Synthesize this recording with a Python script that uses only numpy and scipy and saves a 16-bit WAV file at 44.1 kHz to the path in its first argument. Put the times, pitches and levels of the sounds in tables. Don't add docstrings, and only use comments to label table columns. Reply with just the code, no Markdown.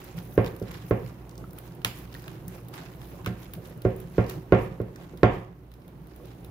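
import sys
import numpy as np
from scipy import signal
from scipy.io import wavfile
from scipy.ndimage import uniform_filter1d

SR = 44100
rng = np.random.default_rng(int(sys.argv[2]) if len(sys.argv) > 2 else 0)


def digitize_waveform(pressure):
    field = np.atleast_2d(pressure).T
    bounded = np.clip(field, -1, 1)
    quanta = np.round(bounded * 32767).astype(np.int16)
    wavfile.write(sys.argv[1], SR, quanta)


def undo_db(level):
    steps = np.asarray(level, float) / 20
    return 10 ** steps


N = 286650

# t/s, thock peak level/dB, counter boom level/dB, hardness/dB, body ring level/dB
KNOCK_EVENTS = [(0.376, -6.5, -19.5, -23, -13), (0.614, -24, -11.5, -33, -14),
                (0.908, -10.5, -17.5, -23.5, -13), (1.847, -31.5, -10, -16.5, -5),
                (3.266, -27.5, -3.5, -18.5, -7), (3.299, -32.5, -3, -24, -8), (3.572, -43, -4, -21, 4.5),
                (3.849, -11, -14.5, -26, -2), (4.18, -9.5, -14, -22, -13), (4.521, -4.5, -14, -19.5, -3.5),
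                (4.799, -20, -16, -29, -14), (5.133, -38, -19, -26, -9), (5.23, -4.5, -16.5, -17, -7)]


def rms_one(x):
    return x / np.sqrt(np.mean(x ** 2) + 1e-20)


def at_hz(points, hz):
    table_hz, value = np.array(points)[:, :2].T
    return np.interp(np.log(hz), np.log(table_hz), value)


def lean(hz):
    # f/Hz, left minus right level/dB
    left_right_db = [(60, -2.5), (150, -1.5), (380, -4.5), (950, -3.0), (2380, -3), (5980, -4.5),
                     (15000, 1)]
    return undo_db(at_hz(left_right_db, hz) * np.array([[0.5], [-0.5]]))


def drift(rate_hz):
    r = np.exp(-80 * np.pi * rate_hz / SR)
    noise = rng.standard_normal(N // 40 + 2002)
    slow = signal.lfilter([1], [1, -2 * r, r * r], noise)[2000:]
    return np.interp(np.arange(N) / 40, np.arange(len(slow)), rms_one(slow))


def ring(clicks, hz, t60_s):
    r, w = undo_db(-60 / (t60_s * SR)), 2 * np.pi * hz / SR
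    return signal.lfilter([0, np.sin(w)], [1, -2 * r * np.cos(w), r * r], clicks + 1e-18)


def bandpass(low_hz, high_hz):
    return signal.butter(2, [low_hz, high_hz], "band", fs=SR, output="sos")


def stereo_bands(source, low_hz, high_hz, likeness):
    edges_hz = np.geomspace(low_hz, high_hz, int(np.log2(high_hz / low_hz) * 2.0) + 2)
    for k, (low, high) in enumerate(zip(edges_hz, edges_hz[1:])):
        mid, side = signal.sosfilt(bandpass(low, high), source[k % 2])
        hz = np.sqrt(low * high)
        alike = np.clip(at_hz(likeness, hz), -1, 1)
        pair = np.sqrt(1 + alike) * mid + np.sqrt(1 - alike) * side * [[1], [-1]]
        yield hz, pair * lean(hz)


def wet_noise(spectrum, grains_per_s, grain_db, smooth, patchy_db):
    # f/Hz, left-right likeness
    port_likeness = [(60, 0.94), (150, 0.91), (380, 0.95), (950, 0.093), (2380, 0.045), (5980, 0.01),
                     (15000, 0.089)]
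    born = rng.random((2, 1, N)) < grains_per_s * undo_db(3.0 * drift(9)) / SR
    size = born * undo_db(grain_db * np.minimum(rng.exponential(1, (2, 1, N)), 4))
    gate = signal.lfilter([1], [1, -0.985], size)
    source = rng.standard_normal((2, 2, N)) * (smooth + rms_one(gate))
    together = drift(16.0)
    low_hz, high_hz = spectrum[1][0] / 1.3, min(spectrum[-2][0] * 1.333, 17000)
    total = 0
    for hz, pair in stereo_bands(source, low_hz, high_hz, port_likeness):
        flicker_db = patchy_db * (0.5 * together + drift(13.1))
        total = total + undo_db(at_hz(spectrum, hz) + flicker_db) * pair
    return rms_one(total)


def swells(s, db, fade_s, rise_share):
    t = np.arange(0, N, 64)[:, None] / SR - s
    power = np.sum(undo_db(db - 10 * np.maximum(t, -t / rise_share) / fade_s) ** 2, axis=1)
    return np.interp(np.arange(N) / 64, np.arange(len(t)), power)


def gain_ride():
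    # t/s, depth level/dB, recovery t/s
    ducks = [
        (0.376, 12, 0.11),
        (4.521, 11, 0.18),
        (5.23, 11.5, .5),
    ]
    attack_s = 0.065
    db, t = 0, np.arange(N) / SR
    for s, depth_db, back_s in ducks:
        since = np.maximum(t - s, 0)
        db = db - depth_db * (1 - np.exp(-since / attack_s)) * np.exp(-since / back_s)
    return undo_db(db)


def fridge_and_air(gain):
    # f/Hz, width f/Hz, level/dB
    hum_lines = [ (42, 25, -13), (58.8, 12, 0), (82, 22, -14), (100, 14, -9), (120, 9, 0), (174, 8, -8),
                 (300, 12, -11)]
    # f/Hz, density level/dB per Hz
    air_spectrum = [(74, -34), (125, -6.5), (203, -8.5), (312, -5), (497, -15), (550, -15.5), (843, -18),
                    (1520, -28), (2790, -34), (8020, -49), (15100, -37.5), (16000, -45)]
    hum = 0
    for hz, width_hz, db in hum_lines:
        has_core = hz in (58.8, 120)
        core = 1.8 * has_core * np.sin(2 * np.pi * hz * np.arange(N) / SR)
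        skirt = rms_one(ring(rng.standard_normal(N), hz, 2.2 / width_hz))
        hum = hum + undo_db(db) * (core + skirt) * lean(hz)
    air = wet_noise(air_spectrum, 54, grain_db=0.5, smooth=24.0, patchy_db=1.07)
    return gain * undo_db(-42.5) * (undo_db(-4.0) * rms_one(hum) + undo_db(-7.0) * air)


def churn(gain):
    # peak t/s, scrape level/dB, fizz level/dB, 10 dB fade t/s
    strokes = [(0.0, -52.5, -58, 0.23), (0.181, -47, -54, 0.03), (0.34, -59, -55, 0.3),
               (0.47, -42.5, -47.5, 0.017), (0.74, -47.5, -58, 0.11), (0.89, -61, -56.5, 0.12),
               (1.08, -54, -58, 0.1), (1.4, -65.5, -64, .2), (1.66, -52.5, -58.5, 0.06),
               (1.58, -56, -60, .05), (1.989, -51.5, -52.5, 0.08), (2.17, -54.5, -59, 0.12),
               (2.3, -53, -57, 0.11), (2.55, -54.5, -59, .1), (3.02, -53, -61, .03),
               (3.12, -56.5, -57.5, 0.24), (3.43, -52, -57, 0.08), (3.55, -54, -65, 0.02),
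               (3.67, -53.5, -57, 0.07), (3.85, -55, -63, 0.02), (4.0, -57, -63, .15),
               (4.18, -52.5, -59, 0.07), (4.31, -46.5, -52.5, 0.0555), (4.62, -51, -58, 0.0957),
               (5.03, -57, -70, 0.13), (5.34, -53, -62.5, 0.08), (6.25, -62.5, -64.5, 0.26),
               (6.49, -61, -66, 0.1)]
    # t/s, scrape level/dB, fizz level/dB, 10 dB fade t/s
    slaps = [
        (1.849, -32, -38, .025),
        (2.74, -45, -54, .13),
        (3.263, -38, -56, .025),
    ]
    # t/s, level/dB
    heaves = [(0.0, -47), (0.8, -50), (2.55, -44), (2.8, -48), (3.7, -45), (5.02, -44), (5.9, -53)]
    # f/Hz, density level/dB per Hz
    slosh_spectrum = [(76, -19), (130, 13), (145, -11.5), (167, 8), (248, -11.5), (364, 2.5), (401, -0.5),
                      (1300, -16), (1690, -49), (2860, -120)]
    scrape_spectrum = [(590, -31), (1000, -0.5), (1270, -9), (1770, -8.5), (1970, 5.5), (2260, -9.5),
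                       (6210, -21), (8500, -19.5), (11000, -60), (18700, -120)]
    fizz_spectrum = [(4120, -18), (7000, -2), (8530, -28), (9880, -2), (15100, 2), (16000, -4),
                     (16500, -24)]
    stroke_rise_share, slap_rise_share = 0.75, 0.06
    rest_scrape_db, rest_fizz_db = -68, -71
    fold_db, fold_follows, fold_smear_s = -50, 0.3, 0.06
    splash_db, splash_lag_s, splash_fade_s = -35.5, 0.1, 0.14

    s, scrape_db, fizz_db, fade_s = np.transpose(strokes)
    drag = swells(s, scrape_db, fade_s, stroke_rise_share) + (gain * undo_db(rest_scrape_db)) ** 2
    wet = swells(s, fizz_db, fade_s, stroke_rise_share) + (gain * undo_db(rest_fizz_db)) ** 2
    s, scrape_db, fizz_db, fade_s = np.transpose(slaps)
    slap_drag = swells(s, scrape_db, fade_s, slap_rise_share)
    slap_wet = swells(s, fizz_db, fade_s, slap_rise_share)

    effort_db = uniform_filter1d(10 * np.log10(drag), round(fold_smear_s * SR))
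    fold = gain * undo_db(fold_db + fold_follows * (effort_db - effort_db.mean()))
    knock_s, knock_db = np.array(KNOCK_EVENTS)[:, :2].T
    splash = swells(knock_s + splash_lag_s, knock_db + splash_db, splash_fade_s, rise_share=0.4)
    heave = swells(*np.transpose(heaves), 0.1, rise_share=1.1)

    slosh = wet_noise(slosh_spectrum, 90, grain_db=-7.0, smooth=2.1, patchy_db=4.5)
    slosh = np.sqrt(fold ** 2 + splash + heave) * slosh
    scrape = wet_noise(scrape_spectrum, 250, grain_db=4.0, smooth=1.0, patchy_db=1.5)
    scrape = np.sqrt(drag + slap_drag) * scrape
    fizz = wet_noise(fizz_spectrum, 300, grain_db=3.5, smooth=1.0, patchy_db=1.5)
    fizz = np.sqrt(wet + slap_wet) * fizz
    shaken = undo_db(-44.5) * ring(slosh, 181.7, 0.079) + undo_db(-43.0) * ring(slosh, 377.8, 0.11)
    return slosh + shaken + scrape + fizz


def contacts():
    # t/s, peak level/dB, centre f/Hz, glass clink level/dB
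    wire_ticks = [(0.0867, -45, 2970, -19), (0.187, -33, 3240, -14), (0.4448, -31, 2660, -1),
                  (0.4616, -29.5, 3800, -22), (0.625, -40, 4500, -15), (0.6815, -41, 3070, -8),
                  (0.7417, -35, 2790, -14), (1.2933, -35.5, 7190, -22), (1.311, -42, 4900, -18),
                  (1.354, -43, 5490, -17), (1.3782, -33, 6600, -29), (1.8168, -42, 2660, -13),
                  (1.8467, -13, 6800, -18), (1.8472, -8, 2600, -16), (2.1276, -38, 4440, -18),
                  (2.141, -33, 2590, -19), (2.148, -35, 3780, -7), (2.2405, -40, 3280, 0),
                  (2.2795, -30, 2500, -10), (2.195, -42, 5200, -15), (3.016, -38, 2470, -9),
                  (3.246, -35, 2510, -12), (3.2608, -21, 2300, -5), (3.6553, -43, 3260, -2),
                  (4.2413, -40, 3790, -7), (4.264, -39, 3940, -7), (4.5478, -40, 2610, 15),
                  (4.959, -37, 5960, -6), (5.8187, -51, 2650, -7)]
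    # t/s, peak level/dB, centre
    # f/Hz, top-band spit level/dB
    batter_smacks = [(0.0418, -53.5, 3050, 7.5), (0.171, -44, 2630, -7), (0.5636, -44.5, 2670, -6),
                     (0.597, -42.5, 4750, -8), (0.7132, -38, 2610, -9), (1.507, -45, 5970, -8),
                     (1.531, -59, 2580, 9), (1.585, -38, 2570, -4.5), (1.7499, -60, 2680, 6),
                     (2.221, -45, 3240, -7), (2.4802, -31, 9900, -10.5), (2.6843, -45, 3250, -2),
                     (2.738, -42.5, 2810, -8), (3.508, -56, 3550, -5), (3.5354, -33.5, 2720, -6.5),
                     (3.776, -57, 2570, -2), (3.8186, -39, 3780, -10), (3.9632, -56, 2540, 6.5),
                     (4.001, -45.5, 3180, -0.5), (4.2964, -25.5, 5300, -12), (4.815, -48, 2550, -8.5),
                     (5.173, -42.5, 4300, -10.5), (5.2318, -20.5, 2530, -34), (5.7162, -47, 2700, -14),
                     (5.7383, -47, 3950, -10), (5.879, -47, 2830, -10), (6.07, -53, 2540, -4),
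                     (6.1606, -50, 2540, -3), (6.255, -48, 4570, -9), (6.4457, -43, 3200, -8)]
    tick_t60_s, tick_spit_db, sharpen_db = 0.012, -18, 40
    glass_dries = 0.6
    smack_t60_s, smack_clink_db = 0.015, -12
    rattles = [(s + 0.001498, db + hard_db - 11.5, 2700, 19) for s, db, _, hard_db, _ in KNOCK_EVENTS]
    rows = []
    for s, db, hz, clink_db in list(wire_ticks) + rattles:
        spit_db = tick_spit_db - glass_dries * max(clink_db, 0)
        t60_s = tick_t60_s * 2 ** (-(db + 40) / sharpen_db)
        rows.append((s, db, hz, clink_db, spit_db, t60_s))
    for s, db, hz, spit_db in batter_smacks:
        rows.append((s, db, hz, smack_clink_db, spit_db, smack_t60_s))
    return rows


def ticks():
    port_lag_s = 0.0002
    near, bare = np.zeros((2, N + 2000)), np.zeros(N + 2000)
    t = np.arange(1300) / SR
    clink_sos, clink_tilt = bandpass(1205, 1865), lean(1865)
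    spit_sos, spit_tilt = bandpass(11000, 18100), lean(18100)
    for s, db, hz, clink_db, spit_db, t60_s in contacts():
        a, b = rng.standard_normal((2, len(t)))
        t60_s = np.clip(t60_s * 1.27, 0.002, 0.05)
        i = round((s + 0.0005) * SR)
        envelope = undo_db(-60 * t / t60_s) * np.minimum(t / 0.00056, 1)
        burst = np.array([a + 0.5 * b, a - 0.5 * b]) * envelope
        burst[:, 0] = 4.2 * np.sign(a[0])
        snap_low_hz, snap_high_hz = hz / 1.67, hz * 1.42
        parts = [(clink_sos, clink_tilt, clink_db + 0.5),
                 (bandpass(snap_low_hz, snap_high_hz), lean(snap_high_hz), -1.5),
                 (spit_sos, spit_tilt, spit_db + 16.0)]
        for sos, tilt, part_db in parts:
            left, right, click = signal.sosfilt(sos, [*burst, t == 0])
            pair = np.array([left, right]) / np.abs(left).max()
            near[:, i:i + len(t)] += undo_db(db + part_db) * pair * tilt
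            click = click / np.abs(click).max()
            bare[i:i + len(t)] += undo_db(db + part_db) * np.sqrt(t60_s / 0.025) * click
    near[1] = np.roll(near[1], round(port_lag_s * SR))
    return near[:, :N], bare[:N]


def knocks():
    # f/Hz, level/dB, t60/s
    counter_modes = [(54.4, -12, 0.12), (115.2, 5.5, 0.17), (182.8, -3, 0.22), (188.1, -3.5, 0.27),
                     (219, -0.5, 0.23)]
    # f/Hz, level/dB, t60/s
    bowl_modes = [(255, -13, 0.14), (318, -11.5, 0.15), (328, -9, 0.15), (376.3, 6, 0.16), (432, -2, 0.16),
                  (480, -23, 0.14), (527, -2, 0.3), (621.6, 1.5, 0.088), (726, -3.5, 0.2), (790, -24, .1),
                  (947, -18, 0.081), (1070, -3.5, 0.067), (1393, -5.5, 0.097), (1600, -15, 0.074)]
    # f/Hz, level/dB
    crack_modes = [(800, 6.3), (1150, 9.7), (1650, 3.4), (2400, 12.6), (3400, 0.7)]
    s, peak_db, boom_db, hard_db, ring_db = np.transpose(KNOCK_EVENTS)
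    at = np.round((s + 0.0016) * SR).astype(int)
    chance_db = rng.normal(0, 2, (len(s), 40))

    def blows(db, contact_hz, late_s=0):
        clicks, r = np.zeros(N), np.exp(-2 * np.pi * contact_hz / SR)
        clicks[at + round(late_s * SR)] = -undo_db(peak_db + db)
        return signal.lfilter([(1 - r) ** 2], [1, -2 * r, r * r], clicks + 1e-18)

    thock = ring(ring(blows(-22.5, 2600), 507, 0.015), 398.6, 0.014)

    crack = sum(ring(blows(hard_db + db, 2110), hz, 5.3 / hz) for hz, db in crack_modes)
    crack = signal.sosfilt(signal.butter(3, 4200.0, fs=SR, output="sos"), crack)

    boom = 0
    for k, (hz, db, t60_s) in enumerate(counter_modes):
        blow_db = db + boom_db + 10.0 + chance_db[:, 20 + k]
        boom = boom + ring(blows(blow_db, 127.0, 0.0045), hz, t60_s)
    body = signal.sosfilt(signal.butter(2, 75.0, "high", fs=SR, output="sos"), boom)
    for k, (hz, db, t60_s) in enumerate(bowl_modes):
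        high_share = np.clip(np.log2(hz / 500), 0, 1)
        reach_db = ring_db + (hard_db + 21.5 - ring_db) * high_share
        blow = blows(db - 8.0 + reach_db + chance_db[:, k], 916, 0.00406)
        body += ring(blow, hz, t60_s) * (-1) ** k
    return thock, crack, body


def clinks():
    # t/s, peak level/dB, f/Hz, t60/s
    wire_notes = [
        (1.441, -38, 1300, 0.028),
        (2.1512, -37.5, 1860, 0.034),
        (3.263, -29, 1295, 0.027),
        (6.2014, -49, 1110, 0.033),
    ]
    total = 0
    for s, db, hz, t60_s in wire_notes:
        click = undo_db(db) * (np.arange(N) == round(s * SR))
        total = total + ring(click, hz, t60_s)
    return total


def kitchen(x):
    # f/Hz, t60/s
    room_t60 = [(60, 0.65), (300, 0.37), (1500, 0.47), (5000, 0.36), (14000, 0.38)]
    # f/Hz, left-right likeness
    room_likeness = [(100, 0.99), (300, 0.9), (700, 0.3), (1500, 0.067), (8000, 0.033)]
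    t = np.arange(int(0.6 * SR)) / SR
    bands = stereo_bands(rng.standard_normal((2, 2, len(t))), 46.45, 17060, room_likeness)
    tail = sum(pair * undo_db(-60 * t / at_hz(room_t60, hz)) for hz, pair in bands)
    tail = tail * np.clip((t - 0.003) / 0.0017, 0, 1)
    tail = tail / np.sqrt(np.sum(tail ** 2) / 2)
    return signal.fftconvolve(x[None], tail, axes=1)[:, :N]


def scene():
    gain = gain_ride()
    thock, crack, body = knocks()
    tick, click = ticks()
    clink = clinks()
    sent = undo_db(-5.0) * thock + undo_db(6.0) * crack + undo_db(-11.5) * clink + undo_db(-14.0) * body + undo_db(-2.0) * click
    direct = (thock + crack + clink + body) * lean(260) + tick
    return direct + kitchen(sent) + churn(gain) + fridge_and_air(gain)


def band_limit(x):
    return signal.sosfilt(signal.butter(12, 16830, fs=SR, output="sos"), x)


def record(dry):
    x = signal.sosfilt(signal.butter(2, 36.0, "high", fs=SR, output="sos"), dry)
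    x = 1.6 * np.tanh(x / 1.6)
    x = signal.sosfilt(signal.cheby2(12, 50, 16300, fs=SR, output="sos"), x)
    return band_limit(x)


dry = scene()
out = record(dry)
digitize_waveform(out)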